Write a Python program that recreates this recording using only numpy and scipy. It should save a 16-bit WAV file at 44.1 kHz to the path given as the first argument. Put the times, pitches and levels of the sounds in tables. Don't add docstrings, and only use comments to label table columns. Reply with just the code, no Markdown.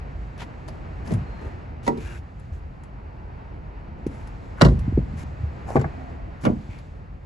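import sys
import numpy as np
from scipy import signal
from scipy.fft import rfft, irfft, next_fast_len
from scipy.io import wavfile
from scipy.ndimage import uniform_filter1d, map_coordinates

SR = 44100
rng = np.random.default_rng(int(sys.argv[2]) if len(sys.argv) > 2 else 0)


def waveform_to_disk(signal):
    frames = np.transpose(np.atleast_2d(signal))
    scaled = np.clip(frames, -1, 1) * 32767
    samples = np.round(scaled).astype(np.int16)
    wavfile.write(sys.argv[1], SR, samples)


N = 319989

# pitch in Hz, width in Hz, dB over the plain contact.
FRONT_HANDLE = [(125.9, 120, 4), (229.2, 28, 9.5), (627, 56, 8), (1850, 130, 3), (4900, 410, 3)]
FRONT_LATCH = [(136, 10, -5), (235, 47, -1.5), (445, 6.8, 11.5), (566, 14, 7), (785, 17, 9),
               (945.5, 28, 15.5), (1374, 74, 9), (1956, 90, 15.5), (3940, 130, -24), (7100, 48, 5)]
FRONT_FRAME = [(131.8, 16, 6), (186, 27, 5.2), (228, 83, 8.2), (367, 10, 5), (489.6, 20, 10.4),
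               (566, 16, 14), (650, 81, 9.9), (910, 16, 2.3), (923, 16, 2.7), (1046, 17, 5.6),
               (1156, 47, 6.8), (1247, 14, 10), (1425, 45, 20), (1563, 180, 21), (1930, 96, 19),
               (2760, 120, 15), (2870, 75, 18), (3214, 140, 8), (3570, 89, 11), (3940, 440, 13),
               (4530, 100, 8), (4950, 50, 16), (5350, 90, 14), (7070, 440, 4.6), (7670, 280, 5)]
REAR_HANDLE = [(141.6, 126, 15.4), (238, 18, 11.5), (368, 9, 8.3), (434, 42, 8.5), (491, 22, 11),
               (650, 69, 11), (798, 58, 13), (1025, 18, 5.2), (1137, 120, 11), (1520, 92, 20.4),
               (1640, 130, 15), (1870, 110, 11), (2100, 110, 9), (4130, 40, 1), (7140, 390, 6)]
REAR_LATCH = [(207, 42, 12), (237, 26, 12.4), (300, 20, 5.8), (507.5, 77, 6.1), (617, 89, 7), (868, 11, 1),
              (1160, 41, 5.1), (1409, 92, 17), (2390, 120, 6.1), (2910, 190, 14), (3220, 60, 11),
              (3400, 75, 8.6)]
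# start in seconds, resonances, boom in dB against the push,
# lead of the right microphone port in ms, leftward lean of the treble in dB.
PARTS = [(0, FRONT_LATCH, 4.5, -0.015, 0), (0.6, FRONT_HANDLE, 2, -0.26, 2.5),
         (1.5, FRONT_LATCH, -7.5, 0.4, 1), (4.4, FRONT_FRAME, 3.5, 0.22, 1),
         (5.5, REAR_HANDLE, 2, -0.24, 1.5), (6.2, REAR_LATCH, -1, 0.43, 0.5)]
# low and high limit in Hz,
# base t60 in seconds, after-ring in dB, its t60 in seconds.
REGISTERS = [(73, 176, 0.083, -10.5, 0.25), (157.5, 400, 0.18, -12.5, 0.31),
             (419, 1016, 0.073, -11.5, 0.17), (1165, 2300, 0.062, -2.5, 0.091),
             (2870, 19000, 0.11, -24, 0.38)]
# start in seconds, levels of push, knock,
# metal edge and snap in dB, rise in ms, factor on the base t60.
BLOWS = [(0.417, -42, -40.5, -46.5, -53.5, 0.96, 0.93), (0.679, -47, -48.5, -57, -59, 0.49, .3),
         (0.6845, -44.5, -42.5, -57, -54, 0.089, 0.26), (1.075, -31.5, -40.5, -53, -59, 3.5, 0.32),
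         (1.105, -26, -36.5, -46, -57, 2.5, 0.41), (1.116, -24, -38.5, -54, -54.5, 1.6, 0.37),
         (1.864, -33, -35, -42, -47, 1.7, 0.64), (1.8765, -23, -19.5, -31, -39.5, 0.58, 0.45),
         (1.888, -22, -26.5, -59, -62, 2, 1), (1.972, -31, -49, -61, -57, 2.7, .5),
         (4.604, -26.5, -48, -40, -52, 3.6, 0.33), (4.6108, -21.5, -16.5, -19.5, -28, 0.74, 0.61),
         (4.618, -18.5, -16, -20.5, -23, 0.16, 0.16), (4.621, -14.5, -27.5, -32.5, -44, 0.51, 0.36),
         (4.6485, -14.5, -24, -30, -33, 0.5, 0.52), (4.662, -27, -26.5, -35, -45, 1.2, 0.41),
         (4.685, -30, -34, -42, -52, 0.91, 0.26), (5.756, -17, -20.5, -40, -53, 0.25, 0.66),
         (5.763, -28, -21, -30.5, -52, 0.36, 1), (5.793, -28, -41, -41.5, -54, 1.6, 0.96),
         (5.8125, -43, -32, -42, -51, 0.49, 0.5), (5.8415, -30.5, -32, -36.5, -71, 0.23, 0.97),
         (6.433, -24, -39, -43, -56, 7.8, 0.94), (6.45, -24, -23.5, -30.5, -40, 2.2, 0.43),
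         (6.462, -15.5, -21.5, -35, -49, 4.5, 0.33)]
def doors(near_port_db_per_ms=9, head_start_cycles=0.35):
    out, t = np.zeros((2, N)), np.arange(2 ** 13 + 2 ** 12) / SR
    for s, push_db, knock_db, edge_db, snap_db, rise_ms, ring in BLOWS + bounces():
        since, resonances, boom_db, lead_ms, treble_left_db = [p for p in PARTS if p[0] <= s][-1]
        levels_db = [push_db + boom_db, push_db, knock_db, edge_db, snap_db]
        contacts = port_noise(len(t) + RUN_IN, lead_ms)
        panel = door_body(contacts, resonances, s - since, lead_ms)[:, RUN_IN:]
        panel *= 1 - np.exp(-t * 1000 / max(rise_ms, .1))
        leans_db = [0, -near_port_db_per_ms * lead_ms / 2, treble_left_db]
        for db, (low_hz, high_hz, t60, after_db, after_t60) in zip(levels_db, REGISTERS):
            fade = np.hypot(amp(-60 * t / (t60 * ring)), amp(after_db - 60 * t / after_t60))
            sound = band(panel * fade, low_hz, high_hz)
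            sound *= np.sqrt(.02 * SR / np.sum(sound ** 2, axis=1, keepdims=True))
            left_db = np.interp(low_hz, [0, 450, 1100], leans_db)
            add(out, s - head_start_cycles / high_hz, amp(db) * lean(sound, left_db))
    return out

RUN_IN = 2 ** 11
def door_body(contacts, resonances, age_s, lead_ms, dull_hz=5700, ring_cycles=130, pure_hz=60):
    t, out = (np.arange(contacts.shape[-1]) - RUN_IN) / SR, contacts
    at_ports = age_s + t + np.array([[0], [lead_ms / 1000]])
    for hz, width, db in resonances:
        purity = 1 / (1 + (width / pure_hz) ** 2)
        tone = np.sqrt(2 * np.pi * width / SR) * np.sin(2 * np.pi * hz * at_ports)
        rattle = resonate(contacts, hz, hz / width)
        fade = np.exp(-np.maximum(t, 0) * hz / ring_cycles)
        out = out + amp(db) * fade * (np.sqrt(purity) * tone + np.sqrt(1 - purity) * rattle)
    return signal.lfilter(*signal.butter(2, dull_hz, fs=SR), out)

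# first bounce in seconds, its push in dB.
SHUDDERS = [(1.142, -33), (1.926, -28.5), (4.687, -22.5), (5.794, -47), (6.492, -21)]
def bounces(gap_s=0.025, loss_db=7.5, knock_db=-31, edge_db=-56, snap_db=-46.5, rise_ms=5.1, ring=0.49):
    pushes = [(s + k * gap_s, db - k * loss_db) for s, db in SHUDDERS for k in range(2)]
    return [(s, db, db + knock_db, db + edge_db, db + snap_db, rise_ms, ring) for s, db in pushes]

SLAM_S = 4.622
# pitch in Hz, level in dB, t60 in seconds.
CABIN_MODES = [(55.4, -2.5, 0.46), (132.4, -6, 0.14), (374, -32, 0.13), (444, -7, 0.056)]
def cabin_boom(swell_cycles=2.2):
    out, t = np.zeros((2, N)), np.arange(SR) / SR
    for hz, db, t60 in CABIN_MODES:
        swell = 1 - np.exp(-(t * hz / swell_cycles) ** 2)
        add(out, SLAM_S, amp(db - 60 * t / t60) * swell * np.sin(2 * np.pi * hz * t))
    return out

# time in seconds, knock level in dB, knock pitch in Hz, thud level in dB.
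BUMPS = [(0.19, -56, 61, -26), (1.1245, -19, 200, -41), (1.153, -17, 128, -36), (1.182, -17, 121, -31),
         (1.223, -22, 140, -35), (1.238, -27, 131, -31), (2.049, -37, 65.5, -27.5), (2.192, -30, 80, -29),
         (2.519, -37, 120, -20), (4.0677, -12, 305, -45), (4.081, -26, 131, -26), (4.7035, -11, 140, -28),
         (4.818, -19.5, 110, -34), (4.882, -13.5, 203, -20.5), (4.927, -20, 260, -22),
         (4.945, -27, 68.3, -12.5), (4.9755, -28, 595, -35), (4.9783, -6.5, 310, -15),
         (4.987, -8.5, 147, -29), (4.991, -22, 403, -41), (5.003, -22, 190, -29), (5.141, -25, 194, -37),
         (5.239, -27, 227, -26.5), (5.413, -22.5, 97, -24.5), (5.442, -16.5, 100, -26),
         (5.706, -17.5, 680, -41), (5.7576, -7.5, 367, -35), (5.7634, -19, 300, -22),
         (5.774, -12, 330, -33), (6.469, -18.5, 246, -20), (6.691, -31, 174, -25)]
def bumps(knock_cycles=0.62, thud_cycles=1.3, tail_db=-24, tail_t60=0.42):
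    out, t = np.zeros((2, N)), (np.arange(2 ** 14) - 2 ** 10) / SR
    after = np.maximum(t, 0)
    for s, knock_db, knock_hz, thud_db in BUMPS:
        knock = -np.cos(2 * np.pi * knock_hz * t) * np.exp(-(t * knock_hz / knock_cycles) ** 2)
        thud_hz = 69.1 * (knock_hz / 100) ** 0.51
        onset = 1 - np.exp(-(np.pi * thud_hz * after) ** 2)
        thud = np.sin(2 * np.pi * thud_hz * after) * onset * np.exp(-after * thud_hz / (2 * thud_cycles))
        tail = unit(band(port_noise(len(t)), knock_hz / 2, knock_hz * 0.96))
        tail *= onset * amp(tail_db - 60 * after / tail_t60)
        add(out, s + t[0], amp(knock_db) * (knock + tail) + amp(thud_db) * thud)
    return out

# frequency in Hz, gain in dB.
TICK_COLOUR = [(300, 5), (900, 20), (2200, 9), (4500, 0.5), (7000, -8), (9000, 2), (11000, -2.5),
               (13000, -24)]
# start in seconds, relative level in dB, ping in Hz.
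TICKS = [(0.378, -41, 5640), (0.6847, -34.5, 4950), (1.074, -38, 5270), (1.1198, -34.5, 7200),
         (1.136, -32, 7200), (1.1434, -49, 10500), (1.975, -46, 4800), (2.397, -50, 7060),
         (2.8352, -44.5, 7000), (4.066, -36, 6600), (4.273, -41, 5460), (4.791, -37.5, 6600),
         (5.17, -50, 6400), (5.702, -38, 6300), (5.791, -49, 7400), (6.414, -48, 7000), (6.787, -44, 4500)]
def ticks(level_db=-6, rise_s=0.00029, decay_s=0.0059, tail_db=-19, tail_s=0.036, ping_db=11):
    out, t = np.zeros((2, N)), np.arange(2 ** 12) / SR
    fade = (1 - np.exp(-t / rise_s)) * (np.exp(-t / decay_s) + amp(tail_db) * np.exp(-t / tail_s))
    for s, db, ping_hz in TICKS:
        contact = colour(port_noise(len(t)), TICK_COLOUR)
        ping = amp(ping_db) * resonate(contact, ping_hz, q=5)
        add(out, s, amp(db + level_db) * unit(contact + ping) * fade)
    return lean(out, left_db=2)

# start and end in seconds, level in dB,
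# resonance in Hz, fizz and resonance in dB against the rasp, build-up in dB.
SCUFFS = [(0.376, 0.46, -48.5, 2260, -21, -20, -7), (0.391, 0.445, -44, 2780, -25, -7, -10),
          (1.039, 1.175, -47, 1730, -12, -15, -8), (1.332, 1.56, -54, 1790, -37, 0, 0),
          (1.393, 1.506, -40.5, 392, -21.5, 0, 0), (1.822, 1.878, -53, 3000, -6, -12, 6),
          (1.958, 2.227, -49, 2450, -9, -7.5, -6), (2.016, 2.203, -49, 1560, -14.5, 7, 2),
          (2.512, 2.613, -64.5, 2500, -5, -12, -11), (4.077, 4.353, -58, 1830, -12, -22, -19),
          (4.565, 4.607, -44, 1350, -15.5, 3.5, 16.5), (5.16, 5.251, -48.5, 2150, -7.5, -19, -3),
          (5.656, 5.792, -38, 764, -15, -6, -1), (6.4, 6.455, -52.5, 1840, -2.5, -13, 21),
          (6.68, 6.827, -54.5, 2320, -17, -1, -4)]
def scuffs(grain_db=2.0, size=2 ** 14):
    out = np.zeros((2, N))
    for start, end, db, hz, fizz_db, ring_db, build_db in SCUFFS:
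        slips = port_noise(size)
        clumps = unit(uniform_filter1d(rng.standard_normal(size), size=90))
        slips *= amp(grain_db * clumps)
        rasp = unit(band(slips, hz / 14, hz * 1.24, order=2))
        ring = amp(ring_db) * unit(resonate(rasp, hz, q=7))
        fizz = amp(fizz_db) * unit(band(slips, 2300, 7600, order=2))
        length = int((end - start) * SR)
        swell = amp(db + build_db * np.linspace(-.5, .5, length)) * signal.windows.tukey(length, .5)
        add(out, start, swell * unit(rasp + ring + fizz)[:, :length])
    return lean(out, left_db=1)

# start and end in seconds, pitch in Hz, level in dB.
HINGE_RUBS = [(1.2, 1.524, 4180, -68), (1.301, 1.52, 1230, -60), (1.282, 1.553, 895, -54.5),
              (1.997, 2.204, 346, -49.5), (2.03, 2.174, 2800, -61), (5.858, 6.35, 258, -47.5),
              (5.88, 6.248, 842, -61), (5.897, 6.3, 1930, -65)]
def hinges(width_ratio=1.005, sag=0.0184):
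    out = np.zeros((2, N))
    for start, end, hz, db in HINGE_RUBS:
        length = int((end - start) * SR)
        note = band(port_noise(2 ** 16), hz / width_ratio, hz * width_ratio, order=2)
        position = 2 ** 13 + np.cumsum(1 + sag * np.linspace(.5, -.5, length))
        sagging = unit(np.array([map_coordinates(port, [position]) for port in note]))
        add(out, start, amp(db) * sagging * signal.windows.tukey(length, .5))
    return lean(out, left_db=-0.5)

# time when nearest in seconds, half length in seconds, level in dB, pitch in Hz.
PASSES = [(3.25, 0.4, -53.5, 880), (4.144, 0.84, -56.5, 888), (5.991, 0.27, -47.5, 705)]
def passing_cars(width_ratio=1.1, lead_ms=0.41):
    out, t = np.zeros((2, N)), (np.arange(2 ** 17) - 2 ** 16) / SR
    for s, half_s, db, hz in PASSES:
        roar = unit(band(port_noise(len(t), lead_ms), hz / width_ratio, hz * width_ratio, order=2))
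        add(out, s + t[0], amp(db) * np.exp(-(t / half_s) ** 2) * roar)
    return out

# frequency in Hz, relative level in dB.
RUMBLE = [(18, -9.5), (30, 3), (42, 20.5), (54, 25), (66, -16.5), (85, -8.5), (140, -53.5)]
DRONE = [(48, -14.5), (62, -1.5), (78, 4), (100, -5.5), (125, -4), (160, -8), (210, -13.5), (300, -29),
         (500, -85.5)]
TRAFFIC = [(120, -14.5), (240, 7.5), (310, 5.5), (410, 3), (560, 1.5), (750, -1), (1200, -35.5),
           (3000, -75.5)]
TYRES = [(350, -45.5), (640, -3), (850, 2), (1100, -2), (1800, -6), (2700, -14), (3400, -25), (4500, -25.5),
         (6000, -36), (8000, -56), (12000, -82)]
RUSTLE = [(1000, -21.5), (2500, -1), (4400, -2), (5600, -7), (7500, -7), (9000, -16), (11000, -21),
          (13000, -23.5)]
# time in seconds, relative level in dB.
STREET_LEVEL = [(0.0, -48.5), (0.62, -49), (1.25, -46), (1.66, -49), (2.04, -50.5), (2.18, -54),
                (2.52, -54), (4.83, -48.5), (5.25, -49.5), (5.83, -46.5), (6.86, -53.5), (7.25, -55.5)]
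# start and end in seconds, level in dB.
MOVES = [(0, 1.106, -69.5), (1.08, 1.644, -67), (2.247, 2.644, -71), (4.068, 6.206, -67),
         (6.43, 6.924, -65.5)]
def background(rumble_db=-41, drone_db=-38, traffic_db=3, tyres_db=0.5, still_db=-77.5,
               linger_db=-25, linger_t60=3.65, move_fade_s=0.36):
    t, out = np.arange(N) / SR, np.zeros((2, N))
    knots = np.linspace(0, t[-1], 2 ** 7)
    street_db = np.interp(t, *np.transpose(STREET_LEVEL))
    swing_db = street_db - street_db.mean()
    slam_drone = amp(linger_db - 60 * abs(t - SLAM_S) / linger_t60) * (t > SLAM_S)
    moving = sum(amp(db) * np.clip(.5 + np.minimum(t - start, end - t) / move_fade_s, 0, 1)
                 for start, end, db in MOVES)
    layers = [(RUMBLE, amp(rumble_db + 0.14 * swing_db), .8),
              (DRONE, np.hypot(amp(drone_db + 0.51 * swing_db), slam_drone), .45),
              (TRAFFIC, amp(traffic_db + street_db), .45),
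              (TYRES, amp(tyres_db + street_db), .38),
              (RUSTLE, np.hypot(moving, amp(still_db)), 0)]
    for spectrum, gain, lead_ms in layers:
        waver_db = np.interp(t, knots, rng.standard_normal(len(knots)))
        noise = unit(colour(port_noise(next_fast_len(N), lead_ms), spectrum))[:, :N]
        out += noise * gain * amp(waver_db)
    return out

# frequency in Hz, coherence from 0 to 1.
COHERENCE = [(60, 0.96), (150, 0.96), (320, 0.31), (650, 0.73), (1300, 0.25), (2500, 0.55), (5000, 0.59),
             (9000, 1)]
def port_noise(size, lead_ms=0, merge_hz=3100):
    left, other = rfft(rng.standard_normal((2, size)))
    hz = np.fft.rfftfreq(size, 1 / SR)
    alike = read(COHERENCE, hz)
    whole_cycles = np.round(merge_hz * lead_ms / 1000)
    lead_cycles = whole_cycles + (hz * lead_ms / 1000 - whole_cycles) / (1 + (hz / merge_hz) ** 8)
    right = (alike * left + np.sqrt(1 - alike ** 2) * other) * np.exp(2j * np.pi * lead_cycles)
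    return irfft(np.array([left, right]), size)

def amp(db):
    return 10 ** (np.asarray(db) / 20)

def unit(x):
    return x / np.sqrt(np.mean(x ** 2) + 1e-20)

def lean(x, left_db):
    return x * amp([[left_db], [-left_db]])

def read(points, hz):
    f, value = np.transpose(points)
    return np.interp(np.log(hz + 1), np.log(f + 1), value)

def add(mix, s, sound):
    part = mix[:, max(round(s * SR), 0):][:, :sound.shape[-1]]
    part += sound[..., :part.shape[1]]

def colour(x, points):
    size = next_fast_len(x.shape[-1])
    gain = amp(read(points, np.fft.rfftfreq(size, 1 / SR)))
    return irfft(rfft(x, size) * gain, size)[..., :x.shape[-1]]

def band(x, low_hz, high_hz, order=4):
    return signal.sosfilt(signal.butter(order, [low_hz, high_hz], "band", fs=SR, output="sos"), x)

def resonate(x, hz, q):
    return signal.lfilter(*signal.iirpeak(hz, q, SR), x)

# frequency in Hz, leftward lean in dB.
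STREET_SIDE = [(300, 0), (560, -1.5), (850, 0), (1200, 0), (1700, 0.24), (3200, 0.5), (5000, 0.1),
               (7000, 0)]
def scene():
    left, right = background() + passing_cars()
    right_side = [(hz, -db) for hz, db in STREET_SIDE]
    street = np.array([colour(left, STREET_SIDE), colour(right, right_side)])
    return doors() + cabin_boom() + bumps() + ticks() + scuffs() + hinges() + street

# frequency in Hz, lag of the left port in cycles.
PORT_LAG = [(7000, 0), (7700, .12), (8300, .4), (9000, .5), (9700, .59), (10400, .9), (11200, 1)]
# frequency in Hz, gain in dB.
MICROPHONE = [(7000, 0), (8000, 0.5), (9100, 1.5), (10200, 2.5), (11200, 4.5), (12000, -4.5)]
def record(dry, top_hz=12000):
    size = next_fast_len(N + 2 ** 10)
    lag_cycles = read(PORT_LAG, np.fft.rfftfreq(size, 1 / SR)) * np.array([[1], [0]])
    at_ports = irfft(rfft(dry, size) * np.exp(-2j * np.pi * lag_cycles), size)[:, :N]
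    heard = colour(at_ports, MICROPHONE)
    rounded = heard / (1 + heard ** 6) ** (1 / 6)
    low_pass = signal.firwin(255, top_hz, window=("kaiser", 9), fs=SR)
    return signal.oaconvolve(rounded, low_pass[None], "same")

dry = scene()
out = record(dry)
waveform_to_disk(out)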